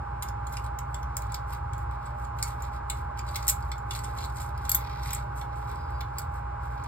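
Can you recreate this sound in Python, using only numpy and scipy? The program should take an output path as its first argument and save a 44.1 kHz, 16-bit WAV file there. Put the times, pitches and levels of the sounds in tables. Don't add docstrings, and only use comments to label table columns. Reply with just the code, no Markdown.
import sys
import numpy as np
from scipy import signal
from scipy.fft import rfft, irfft
from scipy.io import wavfile

SR = 44100
rng = np.random.default_rng(int(sys.argv[2]) if len(sys.argv) > 2 else 0)


def unload_wav(signal):
    wavfile.write(
        sys.argv[1],
        SR,
        np.round(np.clip(np.atleast_2d(signal).T, -1, 1) * 32767).astype(np.int16),
    )


N = 303095
TIME = np.arange(N) / SR
HZ = np.fft.rfftfreq(N, 1 / SR)
SIDES = np.array([[1], [-1]])

# (time [s], relative level [dB], body [dB], edge [dB], favoured pitch [Hz])
CATCHES = [(0.2236, -36, -6.5, -4, 9550), (0.23, -42, -3, 4, 7200), (0.2864, -45.5, -3.5, -4, 6500),
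           (0.469, -45.5, -5, -9, 7100), (0.525, -52, -8, 7, 6340), (0.569, -41.5, 2.5, -21, 2200),
           (0.7874, -41, -5, -4, 7300), (0.9437, -40, -2.5, -12, 7150), (1.0297, -59.5, 9, 3, 6000),
           (1.168, -31, -11.5, -0.5, 6600), (1.22, -48, -3, -1, 7100), (1.3205, -43, -7, -8, 7500),
           (1.3437, -39.5, 3.5, -1, 7100), (1.5265, -55, 4, 1, 8300), (1.7332, -50.5, 1, -9, 7400),
           (1.78, -53.5, -12, -1, 7540), (2.387, -52, 5, -1, 7700), (2.4263, -26, -6.5, -7, 1920),
           (2.434, -33, -29, -17, 7160), (2.622, -42, -18, -6, 7100), (2.8988, -28.5, -6, -8, 2520),
           (3.1912, -42, 1, -8, 6900), (3.357, -37, 3, -4, 6850), (3.3611, -38, 0.5, 4, 14100),
           (3.717, -43.5, 6.5, -7, 7860), (3.78, -52, -7, -5, 7000), (3.909, -39, 5.5, -6, 5640),
           (3.9205, -50, 3, -5, 8300), (3.95, -43, 4, -7, 4260), (4.0411, -44, -10, -13, 8300),
           (4.1755, -47.5, -13, -6, 7800), (4.1868, -50, 8, -6, 4300), (4.2057, -52, 2, -7, 4850),
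           (4.2401, -50, 5, -9, 4300), (4.2554, -49, -11, -2, 8300), (4.298, -59, 0, -7, 4800),
           (4.359, -50, -10, -16, 8400), (4.368, -46.5, -7, -12, 8350), (4.4048, -45, -8, -2, 8350),
           (4.4895, -59, 0, -1, 9100), (4.5773, -56.5, 5.5, 4, 9600), (5.1062, -43.5, 3, 0, 7320),
           (5.4136, -62, 18, -4, 2200), (5.714, -59.5, 5, 5, 8300), (6.009, -56.5, 15, 7, 3450),
           (6.184, -36, -4.5, 1.5, 7550), (6.192, -47, -10, 7, 12900), (6.2175, -50, -9, -9, 7940),
           (6.8377, -51, -16, -10, 6700)]
# (time [s], low [dB], middle [dB], high [dB], chatter [s], favoured pitch [Hz])
KNOCKS = [(3.4802, -37.5, -20.5, -21, 0.0012, 8350), (3.4865, -30.5, -23, -22, 0.0051, 8350),
          (3.4962, -41.5, -20.5, -24, 0.0012, 7000), (3.4985, -43, -21, -24, 0.0033, 12350),
          (3.5065, -47, -33, -33, 0.002, 12350), (4.6939, -34, -25.5, -20.5, 0.0016, 12350),
          (4.7168, -33, -23.5, -20, 0.0015, 12350), (4.7475, -36.5, -25.5, -17.5, 0.00096, 12350),
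          (4.7505, -38.5, -34.5, -17.5, 0.0014, 13960), (4.7674, -46.5, -47.5, -37, 0.00091, 13960),
          (5.1317, -45, -30, -29, 0.0022, 7800), (5.1484, -54, -29.5, -42, 0.0018, 7900)]
# (time [s], low [dB], middle [dB], high [dB], length [s], favoured pitch [Hz])
DRY_SPOTS = [(1.53, -53.5, -56, -49, 0.0095, 8300), (2.054, -65, -56, -71, 0.0091, 7700),
             (2.245, -58, -57, -73, 0.0091, 7200), (3.276, -51.5, -54, -67, 0.014, 4360),
             (3.341, -45, -57, -53, 0.0085, 4350), (3.467, -49, -43, -43, 0.012, 7800),
             (3.623, -56, -61, -68, 0.0052, 4800), (3.951, -49, -47, -54, 0.014, 4520),
             (3.983, -55, -52, -58, 0.008, 7800), (4.036, -51, -46.5, -59, 0.014, 8300),
             (4.181, -46.5, -56, -57, 0.0066, 4260), (4.213, -53, -55, -60, 0.0059, 4850),
             (4.22, -48, -59, -62, 0.0088, 4300), (4.233, -49.5, -52, -57, 0.0091, 4400),
             (4.363, -59, -55, -65, 0.0114, 8350), (4.381, -53, -54, -62, 0.0055, 4850),
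             (4.409, -55, -49, -53, 0.017, 8400), (5.359, -66, -61, -61, 0.012, 8300),
             (6.005, -48, -57, -54, 0.007, 4750)]
# (pitch [Hz], undamped width [Hz], relative level [dB])
STEEL_MODES = [(2193, 20, -2), (2890, 1200, -3.5), (3495, 210, -1), (4254, 260, 0.5), (4800, 95, -4),
               (5250, 340, 1), (6430, 82, 0), (7140, 120, 3), (7800, 240, 2), (8350, 110, 0.5),
               (9070, 110, 2), (9700, 210, -2.5), (11200, 560, -4.5), (12510, 41, -0.5), (12900, 70, -4.5),
               (13850, 110, -1), (15530, 130, -0.5)]
# (centre time [s], half length [s], pressure [dB], brightness [dB])
STROKES = [(0.254, 0.029, -59, 8), (0.547, 0.041, -53.5, 12), (0.652, 0.014, -55, 8), (0.97, 0.061, -67, 8),
           (1.284, 0.12, -63.5, -6), (1.525, 0.03, -52.5, 8), (1.802, 0.026, -62, 8),
           (1.928, 0.025, -65, -4), (2.063, 0.031, -61, -3), (2.224, 0.038, -64.5, 13),
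           (2.466, 0.044, -49.5, 8), (2.639, 0.036, -56, -4), (2.75, 0.02, -55, -2),
           (2.96, 0.047, -56.5, 4), (3.182, 0.0084, -53, -7), (3.265, 0.013, -63, -12),
           (3.403, 0.085, -51.5, 1.5), (3.61, 0.14, -62.5, 2.5), (3.956, 0.034, -48, 7),
           (4.057, 0.03, -54, 10), (4.22, 0.085, -60.5, 12), (4.414, 0.05, -52, 10),
           (4.657, 0.027, -54, 3.5), (5.055, 0.023, -49, 8), (5.118, 0.061, -46, -1),
           (5.398, 0.034, -59, 17), (5.576, 0.019, -58.5, 7), (5.684, 0.077, -58, 0.5),
           (5.952, 0.11, -66.5, -2), (6.196, 0.04, -58, -3), (6.362, 0.028, -61.5, 8),
           (6.658, 0.024, -60, 4.5), (6.723, 0.03, -66, 7)]
# (centre time [s], half length [s], low rustle [dB], dull rub [dB])
GRIP_SHIFTS = [(4.137, 0.12, -51, -60), (4.845, 0.17, -56, -52), (5.676, 0.29, -52, -65.5),
               (6.696, 0.072, -76.5, -67.5), (6.858, 0.061, -54, -57)]
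# (frequency [Hz], relative level [dB])
RUB_SPECTRUM = [(1500, -1.5), (2150, 15), (2900, 3), (3500, 7), (4400, 9.5), (5400, 5.5), (7000, -5),
                (10000, -7)]
RASP_SPECTRUM = [(3500, -7), (5800, -3), (8200, 1), (10500, -1), (12800, -0.5), (14200, -6), (15500, -18),
                 (16500, -40.5)]
# (time [s], pitch [Hz], level [dB])
SQUEAK_PATH = [(5.75, 4700, -85), (5.79, 4830, -65), (5.83, 5020, -70), (5.87, 4800, -65),
               (5.905, 4750, -80), (5.95, 4800, -63), (6.0, 4620, -76)]
# (frequency [Hz], relative level [dB])
AIR_SPECTRUM = [(170, -8.5), (270, -12.5), (350, -8), (520, -11.5), (740, -9), (950, 2), (1150, 0.5),
                (1560, -5.5), (1820, -20), (2200, -18.5), (3200, -32.5), (5000, -35.5), (13000, -49.5),
                (16000, -70)]
# (frequency [Hz], correlation [-1 to 1])
AIR_LIKENESS = [(100, 0.82), (200, 0.6), (320, 0.58), (550, 0.13), (750, 0.73), (950, 0.71), (1700, 1),
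                (2300, 0.12), (4000, 0.15), (6000, 1), (16000, 0.7)]
# (pitch [Hz], width [Hz], level [dB])
ROOM_MODES = [(55.4, 13, -50), (76.9, 7.9, -42), (107, 5.9, -45), (118.4, 8.2, -57.5), (135.9, 1.8, -50.5),
              (150.8, 9.1, -56.5), (225, 18, -62.5)]
# (pitch [Hz], level [dB], left minus right [dB], left lead [s], waver [dB])
FAN_TONES = [(59.6, -37.5, 0, 0, 1.87), (120.4, -44.5, 2.5, 0, 0.7), (600, -64.5, 6.5, -.00035, 4.5),
             (821, -43, -10.5, -.000495, 0.7), (838, -59.5, 0.5, -.0004, -1)]
# (frequency [Hz], phase lead [rad])
LEFT_LEAD = [(0, 0), (860, -1), (1400, -0.5), (1980, 0.3), (2750, 2.5), (3800, 1.97), (4950, 1.57),
             (6000, 3), (7800, 6.5), (12000, 11.5), (13000, 13), (15400, 16.5)]


def ticks(faint_per_stroke=2, chatter_s=0.0021):
    rows = [(s, db + body, db, db + edge, chatter_s, hz) for s, db, body, edge, hz in CATCHES]
    for centre, half, pressure_db, _ in STROKES:
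        for moment, force, place in rng.standard_normal((faint_per_stroke, 3)):
            s = centre + half * np.tanh(moment)
            db = pressure_db - 5.5 + 5.5 * force
            favoured_hz = 7800 + 1000 * place
            rows.append((s, db + 0.5, db, db - 7.5, chatter_s, favoured_hz))
    return from_db(-2) * contacts(rows, damping=0.021, crack_db=11, first_blow=2.6, detune=0.016)


def clinks():
    return from_db(-4) * contacts(KNOCKS, damping=0.011, crack_db=10.5, first_blow=3.8, detune=0)


def contacts(rows, damping, crack_db, first_blow, detune, size=4096):
    t, out = np.arange(size) / SR, np.zeros(N + size)
    for s, *levels_db, chatter_s, favoured_hz in rows:
        tuning = np.exp(detune * rng.standard_normal())
        impacts = crackle(9000, size) * np.exp(-(t / (2 * chatter_s)) ** 2)
        impacts[0] += first_blow
        sound = from_db(crack_db) * impacts
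        for hz, width, db in STEEL_MODES:
            gain = from_db(db + contact_lift(hz, favoured_hz) + 2 * rng.standard_normal())
            held_width = width + damping * hz
            sound += gain * rng.choice([-1, 1]) * resonate(impacts, hz * tuning, held_width)
        at = round(s * SR)
        out[at:at + size] += balance_registers(sound, levels_db, attack_s=0.008)
    return out[:N]


def scrapes(grains_per_s=520, finger_damping_hz=160, size=2048):
    t, out = np.arange(size) / SR, np.zeros(N + size)
    for s, *levels_db, length, favoured_hz in DRY_SPOTS:
        swell = (t / length) ** 0.5 * np.exp(-(t / length) ** 2)
        grains = crackle(grains_per_s, size) * swell
        sound = np.zeros(size)
        for hz, width, db in STEEL_MODES:
            gain = from_db(db + contact_lift(hz, favoured_hz))
            sound += gain * rng.choice([-1, 1]) * resonate(grains, hz, width + finger_damping_hz)
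        at = round(s * SR)
        out[at:at + size] += balance_registers(sound, levels_db, attack_s=length)
    return out[:N]


def resonate(x, hz, width):
    r = np.exp(-np.pi * width / SR)
    feedback = [1, -2 * r * np.cos(2 * np.pi * hz / SR), r * r]
    return signal.lfilter(np.sqrt(1 - r * r) * np.array([1, 0, -1]), feedback, x)


def contact_lift(hz, favoured_hz, lift_db=11, reach_hz=400):
    return lift_db * np.exp(-((hz - favoured_hz) / reach_hz) ** 2)


def balance_registers(sound, levels_db, attack_s, edges_hz=(1400, 5500, 10500, 17500)):
    out, attack = 0, np.arange(len(sound)) / SR < attack_s
    for low, high, db in zip(edges_hz, edges_hz[1:], levels_db):
        register = band(band(sound, low, high), low, high)
        power = max(np.mean(register[attack] ** 2), np.mean(register ** 2))
        out += from_db(db) * register / np.sqrt(power + 1e-20)
    return out


def gloves(rub_db=-2.5, rasp_db=-5.5):
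    dull = [(s, half, db + rub_db - bright / 2) for s, half, db, bright in STROKES]
    dull += [(s, half, db) for s, half, _, db in GRIP_SHIFTS]
    sharp = [(s, half, db + rasp_db + bright / 2) for s, half, db, bright in STROKES]
    rub = swells(dull) * friction(RUB_SPECTRUM, slips_per_s=900, clump_db=3, grit_db=-5.5)
    rasp = swells(sharp) * friction(RASP_SPECTRUM, slips_per_s=2400, clump_db=3.5, grit_db=-9.5)
    return rub + rasp


def friction(spectrum, slips_per_s, clump_db, grit_db):
    slips = crackle(slips_per_s) * from_db(clump_db * drift(65))
    scratches = crackle(per_s=150)
    texture = rms_one(slips) + from_db(grit_db) * rms_one(scratches)
    return coloured(texture, from_db(curve(spectrum)))


def squeak(waver_hz=24.8, roughness_hz=80):
    s, hz, db = np.transpose(SQUEAK_PATH)
    pitch = np.interp(TIME, s, hz) + waver_hz * drift(14.3) + roughness_hz * drift(380)
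    gain = np.interp(TIME, s, from_db(db), left=0, right=0) * from_db(2.8 * drift(30))
    return np.sqrt(2) * gain * np.sin(2 * np.pi * np.cumsum(pitch) / SR)


def grip():
    rustle = rms_one(band(rng.standard_normal((2, N)), 210, 460))
    return swells([(s, half, db) for s, half, db, _ in GRIP_SHIFTS]) * rustle


def reflections(x, t60_s, build_s, width, size=16384):
    t = np.arange(size) / SR
    cloud = rng.standard_normal((2, size))
    top = irfft(rfft(cloud) * (np.fft.rfftfreq(size, 1 / SR) > 10000), size)
    fade = from_db(-60 * t / t60_s)
    onset = 1 - np.exp(-(t / build_s) ** 2)
    mid, side = ((cloud - top) * fade + top * fade ** 0.94) * onset
    side = 0.7 * band(side, 500, 4500) + 0.3 * side
    echoes = (mid + width * side * SIDES) / np.sqrt(np.sum(mid ** 2))
    return signal.fftconvolve(x[None], echoes, axes=1)[:, :N]


def fan():
    alike = np.clip(curve(AIR_LIKENESS), -1, 1)
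    mid, side = rfft(rng.standard_normal((2, N)))
    air = irfft(np.sqrt(1 + alike) * mid + np.sqrt(1 - alike) * side * SIDES, N)
    out = from_db(-41.5) * coloured(phase_spread(air), from_db(curve(AIR_SPECTRUM)))
    for hz, width, db in ROOM_MODES:
        out += from_db(db) * coloured(rng.standard_normal(N), 1 / (1 + ((HZ - hz) / width) ** 2))
    for hz, db, pan_db, lead_s, waver_db in FAN_TONES:
        phase = 2 * np.pi * (hz * (TIME + SIDES * lead_s / 2) + rng.random()) + 0.1 * drift(1.5)
        gain = from_db(db + SIDES * pan_db / 2 + waver_db * drift(7.8))
        out += np.sqrt(2) * gain * np.sin(phase)
    return out


def phase_spread(pair):
    lead = np.interp(HZ, *np.transpose(LEFT_LEAD))
    return irfft(rfft(pair) * np.exp(0.5j * lead * SIDES), N)


def crackle(per_s, size=N):
    return rng.standard_normal(size) * (rng.random(size) < per_s / SR)


def swells(rows):
    powers = (from_db(db) ** 2 * np.exp(-np.minimum(((TIME - s) / half) ** 2, 100))
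              for s, half, db in rows)
    return np.sqrt(sum(powers))


def drift(rate_hz):
    return coloured(rng.standard_normal(N), 1 / (1 + (HZ / rate_hz) ** 2))


def band(x, low_hz, high_hz):
    return signal.sosfilt(signal.butter(2, [low_hz, high_hz], "band", fs=SR, output="sos"), x)


def coloured(x, gain):
    return rms_one(irfft(rfft(x) * gain, N))


def curve(points):
    hz, value = np.transpose(points)
    return np.interp(np.log(HZ + 1), np.log(hz), value)


def rms_one(x):
    return x / np.sqrt(np.mean(x ** 2) + 1e-20)


def from_db(db):
    return 10 ** (np.asarray(db) / 20)


def scene():
    close = clinks() + ticks() + scrapes() + gloves() + squeak()
    bench = from_db(-8) * reflections(close, t60_s=0.06, build_s=0.002, width=1)
    dulled = signal.sosfilt(signal.butter(1, 10000, fs=SR, output="sos"), close)
    room = from_db(-6.5) * reflections(dulled, t60_s=0.16, build_s=0.0012, width=1.4)
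    return phase_spread(close + bench + room) + grip() + fan()


def record(dry):
    thinned = signal.sosfilt(signal.butter(2, 28, "high", fs=SR, output="sos"), dry)
    return signal.sosfilt(signal.ellip(10, 0.2, 80, 16050, fs=SR, output="sos"), thinned)


dry = scene()
out = record(dry)
unload_wav(out)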